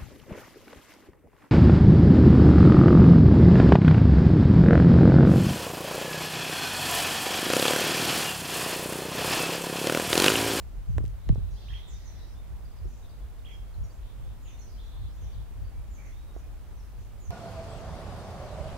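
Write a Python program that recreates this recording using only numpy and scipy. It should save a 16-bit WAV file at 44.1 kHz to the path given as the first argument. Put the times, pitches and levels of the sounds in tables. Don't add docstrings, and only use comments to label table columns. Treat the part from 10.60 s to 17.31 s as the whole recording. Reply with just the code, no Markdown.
import sys
import numpy as np
from scipy import signal
from scipy.io import wavfile
from scipy.ndimage import uniform_filter1d

SR = 44100
rng = np.random.default_rng(int(sys.argv[2]) if len(sys.argv) > 2 else 0)


def gain_from_db(level_db):
    decades = np.asarray(level_db, float) / 20
    return 10 ** decades


def transcribe(signal):
    frames = np.atleast_2d(signal).T
    limited = np.clip(frames, -1, 1)
    pcm = np.round(limited * 32767).astype(np.int16)
    wavfile.write(sys.argv[1], SR, pcm)


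N = 295760


def unit_rms(x):
    return x / np.sqrt(np.mean(x ** 2) + 1e-20)


def read_spectrum(points, hz):
    f, value = np.transpose(points)
    return np.interp(np.log(hz + 1), np.log(f + 1), value)


def lean_gains(lean_db):
    return gain_from_db(np.array([[.5], [-.5]]) * lean_db)


def add(mix, start_s, sound, lean_db):
    part = mix[:, round(start_s * SR):][:, :len(sound)]
    part += sound[:part.shape[1]] * lean_gains(lean_db)


def resonance(x, hz, width_hz):
    pole = np.exp((2j * np.pi * hz - np.pi * width_hz) / SR)
    return signal.lfilter([1 - abs(pole)], [1, -pole], x)


def air():
    # f/Hz, level/(dB per Hz)
    mid_spectrum = [(60, -100), (160, -83.5), (250, -87), (450, -90.5), (800, -92.5), (1200, -96.5),
                    (2000, -102), (3200, -105), (5000, -109), (7500, -111), (15000, -112)]
    # f/Hz, level/(dB per Hz)
    side_spectrum = [(60, -100), (160, -91), (250, -88), (450, -93.5), (800, -96.5), (1200, -102),
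                     (2000, -106), (3200, -108), (5000, -110), (7500, -111), (15000, -112)]
    # f/Hz, left minus right/dB
    port_lean = [(200, 0), (700, -2.5), (2400, -3), (4400, -0.5), (8000, 0)]
    noise = rng.standard_normal((2, N))
    hz, _, z = signal.stft(noise, SR, nperseg=1024, noverlap=768)
    patches = rng.standard_normal(z.shape[1:])
    patches = uniform_filter1d(patches, size=14, axis=0)
    patches = unit_rms(uniform_filter1d(patches, size=16, axis=1))
    patch_db = 0.94 * patches / (1 + (hz[:, None] / 2500) ** 2)
    z = z * gain_from_db(patch_db) * np.sqrt(SR / 2)
    spectra_db = np.array([read_spectrum(mid_spectrum, hz), read_spectrum(side_spectrum, hz)])
    mid, side = z * gain_from_db(spectra_db)[:, :, None]
    ports = np.array([mid + side, mid - side])
    ports = ports * lean_gains(read_spectrum(port_lean, hz))[:, :, None]
    return signal.istft(ports, SR, nperseg=1024, noverlap=768)[1][:, :N]


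def hedges(x, t60, build_s):
    t = np.arange(SR // 2) / SR
    signs = rng.choice([-1., 1.], (2, len(t)))
    taps = signs * (rng.random((2, len(t))) < .04)
    tail = taps * gain_from_db(-60 * t / t60) * (1 - np.exp(-t / build_s))
    source = 0.98 * x + 0.57 * x[::-1]
    return signal.fftconvolve(source, tail / np.linalg.norm(tail[0]), axes=1)[:, :N]


def twitter():
    # t/s, length/s, centre f/Hz, level/dB, left minus right/dB
    bursts = [(.9, .17, 4200, -68, -2), (.95, .4, 3500, -64, -2), (1.08, .09, 2200, -63, -7),
              (.9, .33, 5400, -70, -4), (1.265, .045, 6900, -65, -10), (1.27, .2, 5300, -70, -4),
              (1.3, .4, 4000, -70, -1), (1.5, .26, 5300, -71, -1), (2.26, .17, 6400, -74, 2),
              (2.85, .08, 2300, -64, -8), (2.86, .1, 6000, -74, -5), (1.2, .5, 2000, -72, -3),
              (3.4, .12, 3500, -70, 4), (3.55, .2, 3300, -74, 2), (3.83, .08, 3000, -64, -2),
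              (4.05, .13, 5000, -70, 0), (4.12, .4, 3650, -67.5, 0), (3.88, .12, 2300, -73, -6),
              (4.55, .32, 3500, -71, 0), (5.33, .2, 2250, -65.5, -6), (5.32, .2, 6300, -76, -6),
              (.55, .4, 3900, -73, 0), (6.38, .07, 6300, -75, 5)]
    dart_depth = .1
    out = np.zeros((2, N))
    chance = rng.standard_normal((len(bursts), SR // 2))
    chance = uniform_filter1d(chance, size=150, axis=1) * np.sqrt(150)
    for (s, length, hz, db, lean_db), dart in zip(bursts, chance):
        pitch = hz + dart_depth * hz * dart[:round(length * SR)]
        tone = np.sin(2 * np.pi * np.cumsum(pitch) / SR)
        tone = tone * signal.windows.tukey(len(pitch), .4)
        add(out, s, np.sqrt(2) * gain_from_db(db) * tone, lean_db)
    return out


def whistles(glides, bend, waver, tilt_db):
    out = np.zeros((2, N))
    chance = rng.standard_normal((len(glides), 2, 8192))
    chance = uniform_filter1d(chance, size=200, axis=2) * np.sqrt(200)
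    for (s, length, start_hz, end_hz, db, lean_db), (pitch, level) in zip(glides, chance):
        u = np.linspace(0, 1, round(length * SR))
        hz = start_hz + (end_hz - start_hz) * u ** bend
        hz = hz * (1 + waver * pitch[:len(u)])
        tone = np.sin(2 * np.pi * np.cumsum(hz) / SR) * signal.windows.tukey(len(u), .5)
        level_db = db + tilt_db * np.log2(hz / hz.mean()) + 2.2 * level[:len(u)]
        add(out, s, np.sqrt(2) * gain_from_db(level_db) * tone, lean_db)
    return out


def far_notes():
    # t/s, hook length/s, level/dB
    chirrups = [
        (1.08, .014, -52),
        (1.132, .025, -54),
        (2.843, .012, -56),
        (2.862, .012, -58),
        (2.888, .07, -62),
        (2.908, .008, -60),
    ]
    # t/s, length/s, low voice f/Hz, level/dB
    twins = [(.895, .07, 5750, -73), (1.11, .04, 5650, -76), (2.26, .1, 6050, -76),
             (3.23, .045, 5750, -68.5), (3.31, .05, 6300, -77), (4.22, .08, 5800, -78),
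             (4.53, .07, 5950, -78), (5.737, .025, 5600, -76), (5.763, .05, 5780, -74),
             (6.38, .06, 6000, -79)]
    # t/s, length/s, start f/Hz, level/dB
    risers = [(.96, .04, 2800, -65), (1.21, .04, 3200, -68), (1.32, .06, 3600, -66), (1.55, .03, 3300, -69),
              (1.74, .07, 3400, -70), (2.483, .008, 3300, -69), (3.86, .03, 2500, -69),
              (3.9, .07, 3400, -70), (4.175, .035, 2900, -63), (4.31, .03, 3300, -69),
              (4.43, .035, 3200, -69), (4.57, .025, 3300, -70), (5.51, .07, 3300, -70)]
    # t/s, start f/Hz, level/dB
    chips = [(2.115, 5100, -71), (2.168, 5500, -71), (2.184, 5200, -68), (2.442, 4100, -67),
             (2.455, 4200, -68), (2.492, 5100, -68), (2.506, 5000, -70), (2.79, 4000, -70),
             (3.14, 4500, -68), (3.875, 4100, -65), (4.74, 4500, -71), (6.36, 5000, -77)]
    # t/s, length/s, f/Hz, level/dB, left minus right/dB
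    held = [(0, .04, 7100, -77, -8), (1.15, .05, 4200, -71, -3), (1.102, .008, 1750, -59, -11),
            (1.21, .05, 1920, -72, -3), (1.58, .085, 3870, -67.5, 0), (2.05, .015, 4720, -71, -12),
            (2.245, .015, 5300, -74, 3), (2.425, .012, 3800, -70, 12), (2.51, .03, 3850, -71, 6),
            (2.6, .05, 3350, -78, 12), (2.92, .05, 5200, -75, -2), (3.295, .03, 4620, -71, -12),
            (3.97, .05, 2800, -77, -8), (3.97, .07, 4200, -71, -5), (4.36, .08, 4230, -74, -4),
            (4.5, .02, 5250, -74, -2), (4.68, .035, 2400, -73, 1), (4.722, .022, 4620, -69, 10),
            (5.04, .04, 4600, -74, -12), (5.12, .11, 2300, -77, -12), (5.375, .04, 2300, -64, -6),
            (5.57, .07, 3780, -71, 0), (5.64, .14, 3740, -76, 4), (5.8, .08, 2450, -74, -2)]
    stroke_s, stroke_db, chirrup_lean_db = .013, -3, -10
    foot_hz, top_hz, hook_hz = 1950, 3400, 3150
    glides = [(s, stroke_s, foot_hz, top_hz, db + stroke_db, chirrup_lean_db) for s, _, db in chirrups]
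    glides += [(s + stroke_s, hook_s, top_hz, hook_hz, db, chirrup_lean_db) for s, hook_s, db in chirrups]
    for voice_ratio in (1, 1.155):
        glides += [(s, length, voice_ratio * hz, voice_ratio * hz, db, 0) for s, length, hz, db in twins]
    glides += [(s, length, hz, 3720, db, 0) for s, length, hz, db in risers]
    glides += [(s, .012, hz, .83 * hz, db, 8) for s, hz, db in chips]
    glides += [(s, length, hz, 1.01 * hz, db, lean_db) for s, length, hz, db, lean_db in held]
    return glides


def birds():
    # t/s, length/s, start f/Hz, level/dB, left minus right/dB
    sweeps = [
        (1.274, 0.083, 7100, -68, -20),
        (1.44, 0.052, 6870, -63.5, -12),
        (3.811, 0.13, 7180, -73, -20),
        (3.984, 0.045, 6850, -63, -13),
        (4.602, 0.059, 6870, -71.5, 15),
        (5.295, .085, 7380, -70, -14),
        (5.447, .035, 7000, -67.5, -7),
        (6.16, 0.059, 6430, -71.5, 8),
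        (6.585, 0.11, 7200, -69.5, -16),
        (0.278, 0.052, 6960, -77, 16),
    ]
    fall = .77
    falls = [(s, length, hz, fall * hz, db, lean_db) for s, length, hz, db, lean_db in sweeps]
    near = whistles(falls, bend=1.4, waver=.004, tilt_db=-12)
    far = whistles(far_notes(), bend=.8, waver=.011, tilt_db=14)
    near = gain_from_db(-1.5) * near + gain_from_db(-1) * hedges(near, t60=.45, build_s=.008)
    far = gain_from_db(-.5) * far + gain_from_db(-5) * hedges(far, t60=.45, build_s=.006)
    return near + far + gain_from_db(-1) * hedges(twitter(), t60=.3, build_s=.003)


def grit_ticks():
    # t/s, peak level/dB, left minus right/dB, centre f/Hz, width/Hz
    ticks = [(.371, -61, 3, 5000, 4000), (0.382, -42.5, -11, 5550, 4940), (0.3817, -35, -10, 1800, 920),
             (0.3827, -39.5, 13, 955, 600), (.441, -50, -4, 4500, 6000), (.453, -51, 25, 3500, 4000),
             (0.4615, -46, 4, 5500, 3500), (0.48, -51, 15, 5460, 3500), (.5005, -56, 8, 6500, 4500),
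             (0.6902, -43, -12, 3400, 1190), (0.6904, -33.5, -7, 1650, 670), (.6905, -53, 4, 7000, 3500),
             (.709, -56, 6, 5500, 3000), (0.749, -48.5, 8, 5360, 3000), (0.792, -54, 8, 3000, 3000)]
    out = np.zeros((2, N))
    t = np.arange(400) / SR
    grit = rng.standard_normal((len(ticks), len(t)))
    for (s, db, lean_db, hz, width_hz), grains in zip(ticks, grit):
        burst = grains * np.exp(-t / 0.00063)
        tick = resonance(resonance(burst, hz, width_hz), hz, 3 * width_hz).real
        add(out, s, gain_from_db(db) * tick / abs(tick).max(), lean_db)
    return out


def knocks():
    # t/s, left peak/full scale, right peak/full scale, f/Hz, t60/s
    thumps = [(0.366, -0.1, -0.15, 70.6, 0.1), (.382, -0.16, -0.21, 396, 0.0039),
              (0.3887, 0.05, -0.18, 340, 0.0035), (.4045, -0.0033, 0.048, 283, 0.018),
              (.441, -0.000079, -0.066, 330, 0.009), (0.6929, -0.035, -0.083, 290, 0.017),
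              (.6955, -0.0058, .02, 560, .02), (.693, 0.0098, 0.033, 850, 0.0063),
              (0.699, -0.31, -0.17, 130, 0.05), (0.7006, 0.048, -0.75, 94, 0.041),
              (0.7261, 0.13, 0.091, 111, 0.054), (0.7579, -0.037, -0.068, 440, 0.0058),
              (0.7796, -0.15, -0.17, 90, 0.028), (0.792, .006, -.012, 395, .03),
              (2.2535, .002, -.014, 375, 0.032), (5.7632, 0.00025, -.028, 376, 0.014),
              (5.764, -.002, -0.0116, 684, 0.021)]
    out = np.zeros((2, N))
    t = np.arange(4096) / SR
    fade = np.cos(np.pi / 2 * t / t[-1])
    for s, left, right, hz, t60 in thumps:
        onset = 1 - np.exp(-t * hz * 4)
        decay = gain_from_db(5.5 - 60 * t / t60)
        wave = np.sin(2 * np.pi * hz * t) * onset * decay * fade
        out[:, round(s * SR):][:, :len(t)] += np.outer([left, right], wave)
    return out


def handling():
    stiffness = signal.butter(1, 30, "high", fs=SR, output="sos")
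    return signal.sosfilt(stiffness, grit_ticks() + knocks())


def wind():
    # centre f/Hz, width/Hz
    lumps = [
        (47.4, 25.5),
        (79.3, 80),
        (22, 44),
        (85.5, 45),
    ]
    calm_levels = [-46, -52, -43.5, -48.5]
    # t/s, half length/s, rumble level/dB, buffet level/dB
    gusts = [(0.0, 0.16, -39.5, -69), (0.176, .04, -36.5, -47.5), (0.297, 0.019, -33.5, -33),
             (0.397, .09, -32.5, -31.5), (0.709, 0.04, -28.5, -32.5), (0.805, 0.094, -34, -37),
             (1.121, 0.077, -37.5, -45), (1.344, 0.034, -41, -48), (1.6, 0.2, -45, -53.5),
             (1.929, 0.046, -35, -46), (2.052, .05, -41, -51), (2.257, 0.048, -33.5, -41),
             (2.643, 0.048, -36, -63), (2.998, 0.031, -38.5, -57), (3.225, 0.062, -37.5, -39),
             (3.422, 0.049, -35.5, -71), (3.647, 0.1, -39.5, -45), (0.527, 0.061, -36, -50),
             (4.226, 0.18, -41.5, -57), (4.443, 0.064, -36, -40), (0.936, 0.028, -35, -43),
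             (4.644, 0.049, -35.5, -43), (4.794, 0.054, -34.5, -43), (5.036, 0.08, -37, -42.5),
             (5.188, 0.035, -31.5, -42.5), (5.3, .04, -37.5, -48), (5.45, 0.09, -42.5, -52),
             (5.853, 0.42, -43.5, -68), (6.395, 0.041, -39.5, -50), (6.7, 0.016, -43, -34.5)]
    s, half, rumble_db, buffet_db = np.transpose(gusts)
    gust_levels = rumble_db, buffet_db, rumble_db - 17, buffet_db + 6
    t = np.arange(0, N + 64, 64) / SR
    swell = np.exp(-2 * ((t[:, None] - s) / half) ** 2)
    noise = rng.standard_normal((len(lumps), N + SR))
    parts = []
    for x, (hz, width_hz), gust_db, calm_db in zip(noise, lumps, gust_levels, calm_levels):
        lump = resonance(resonance(x, hz, width_hz), hz, width_hz)
        lump = resonance(lump, hz, 2 * width_hz)[SR:]
        size_by_chance = abs(lump) + 0.23 * abs(lump).mean()
        lump = lump / size_by_chance ** 0.49
        size = np.sqrt(swell @ gain_from_db(2 * gust_db) + gain_from_db(2 * calm_db))
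        parts.append(np.interp(np.arange(N) / SR, t, size) * unit_rms(lump.real))
    shared, opposed = parts[0] + parts[1], parts[2] + parts[3]
    vent = signal.butter(3, 32.7, "high", fs=SR, output="sos")
    shared = signal.sosfilt(vent, shared)
    flutter_hz, flutter_width_hz, flutter_db = 22.3, 22, -54.5
    flutter = resonance(rng.standard_normal(N), flutter_hz, flutter_width_hz)
    flutter = resonance(flutter, flutter_hz, flutter_width_hz).real
    shared = shared + gain_from_db(flutter_db) * unit_rms(flutter)
    return np.array([shared + opposed, shared - opposed])


def scene():
    return air() + birds() + handling() + wind()


def low_pass(x):
    return signal.sosfilt(signal.butter(12, 16620, fs=SR, output="sos"), x)


def record(dry):
    drift_cut = signal.butter(1, 9, "high", fs=SR, output="sos")
    top_cut = signal.firwin(1023, 15740, window=("kaiser", 10), fs=SR)
    mix = signal.sosfilt(drift_cut, dry)
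    mix = signal.oaconvolve(mix, top_cut[None], "same")
    return low_pass(mix)


dry = scene()
out = record(dry)
transcribe(out)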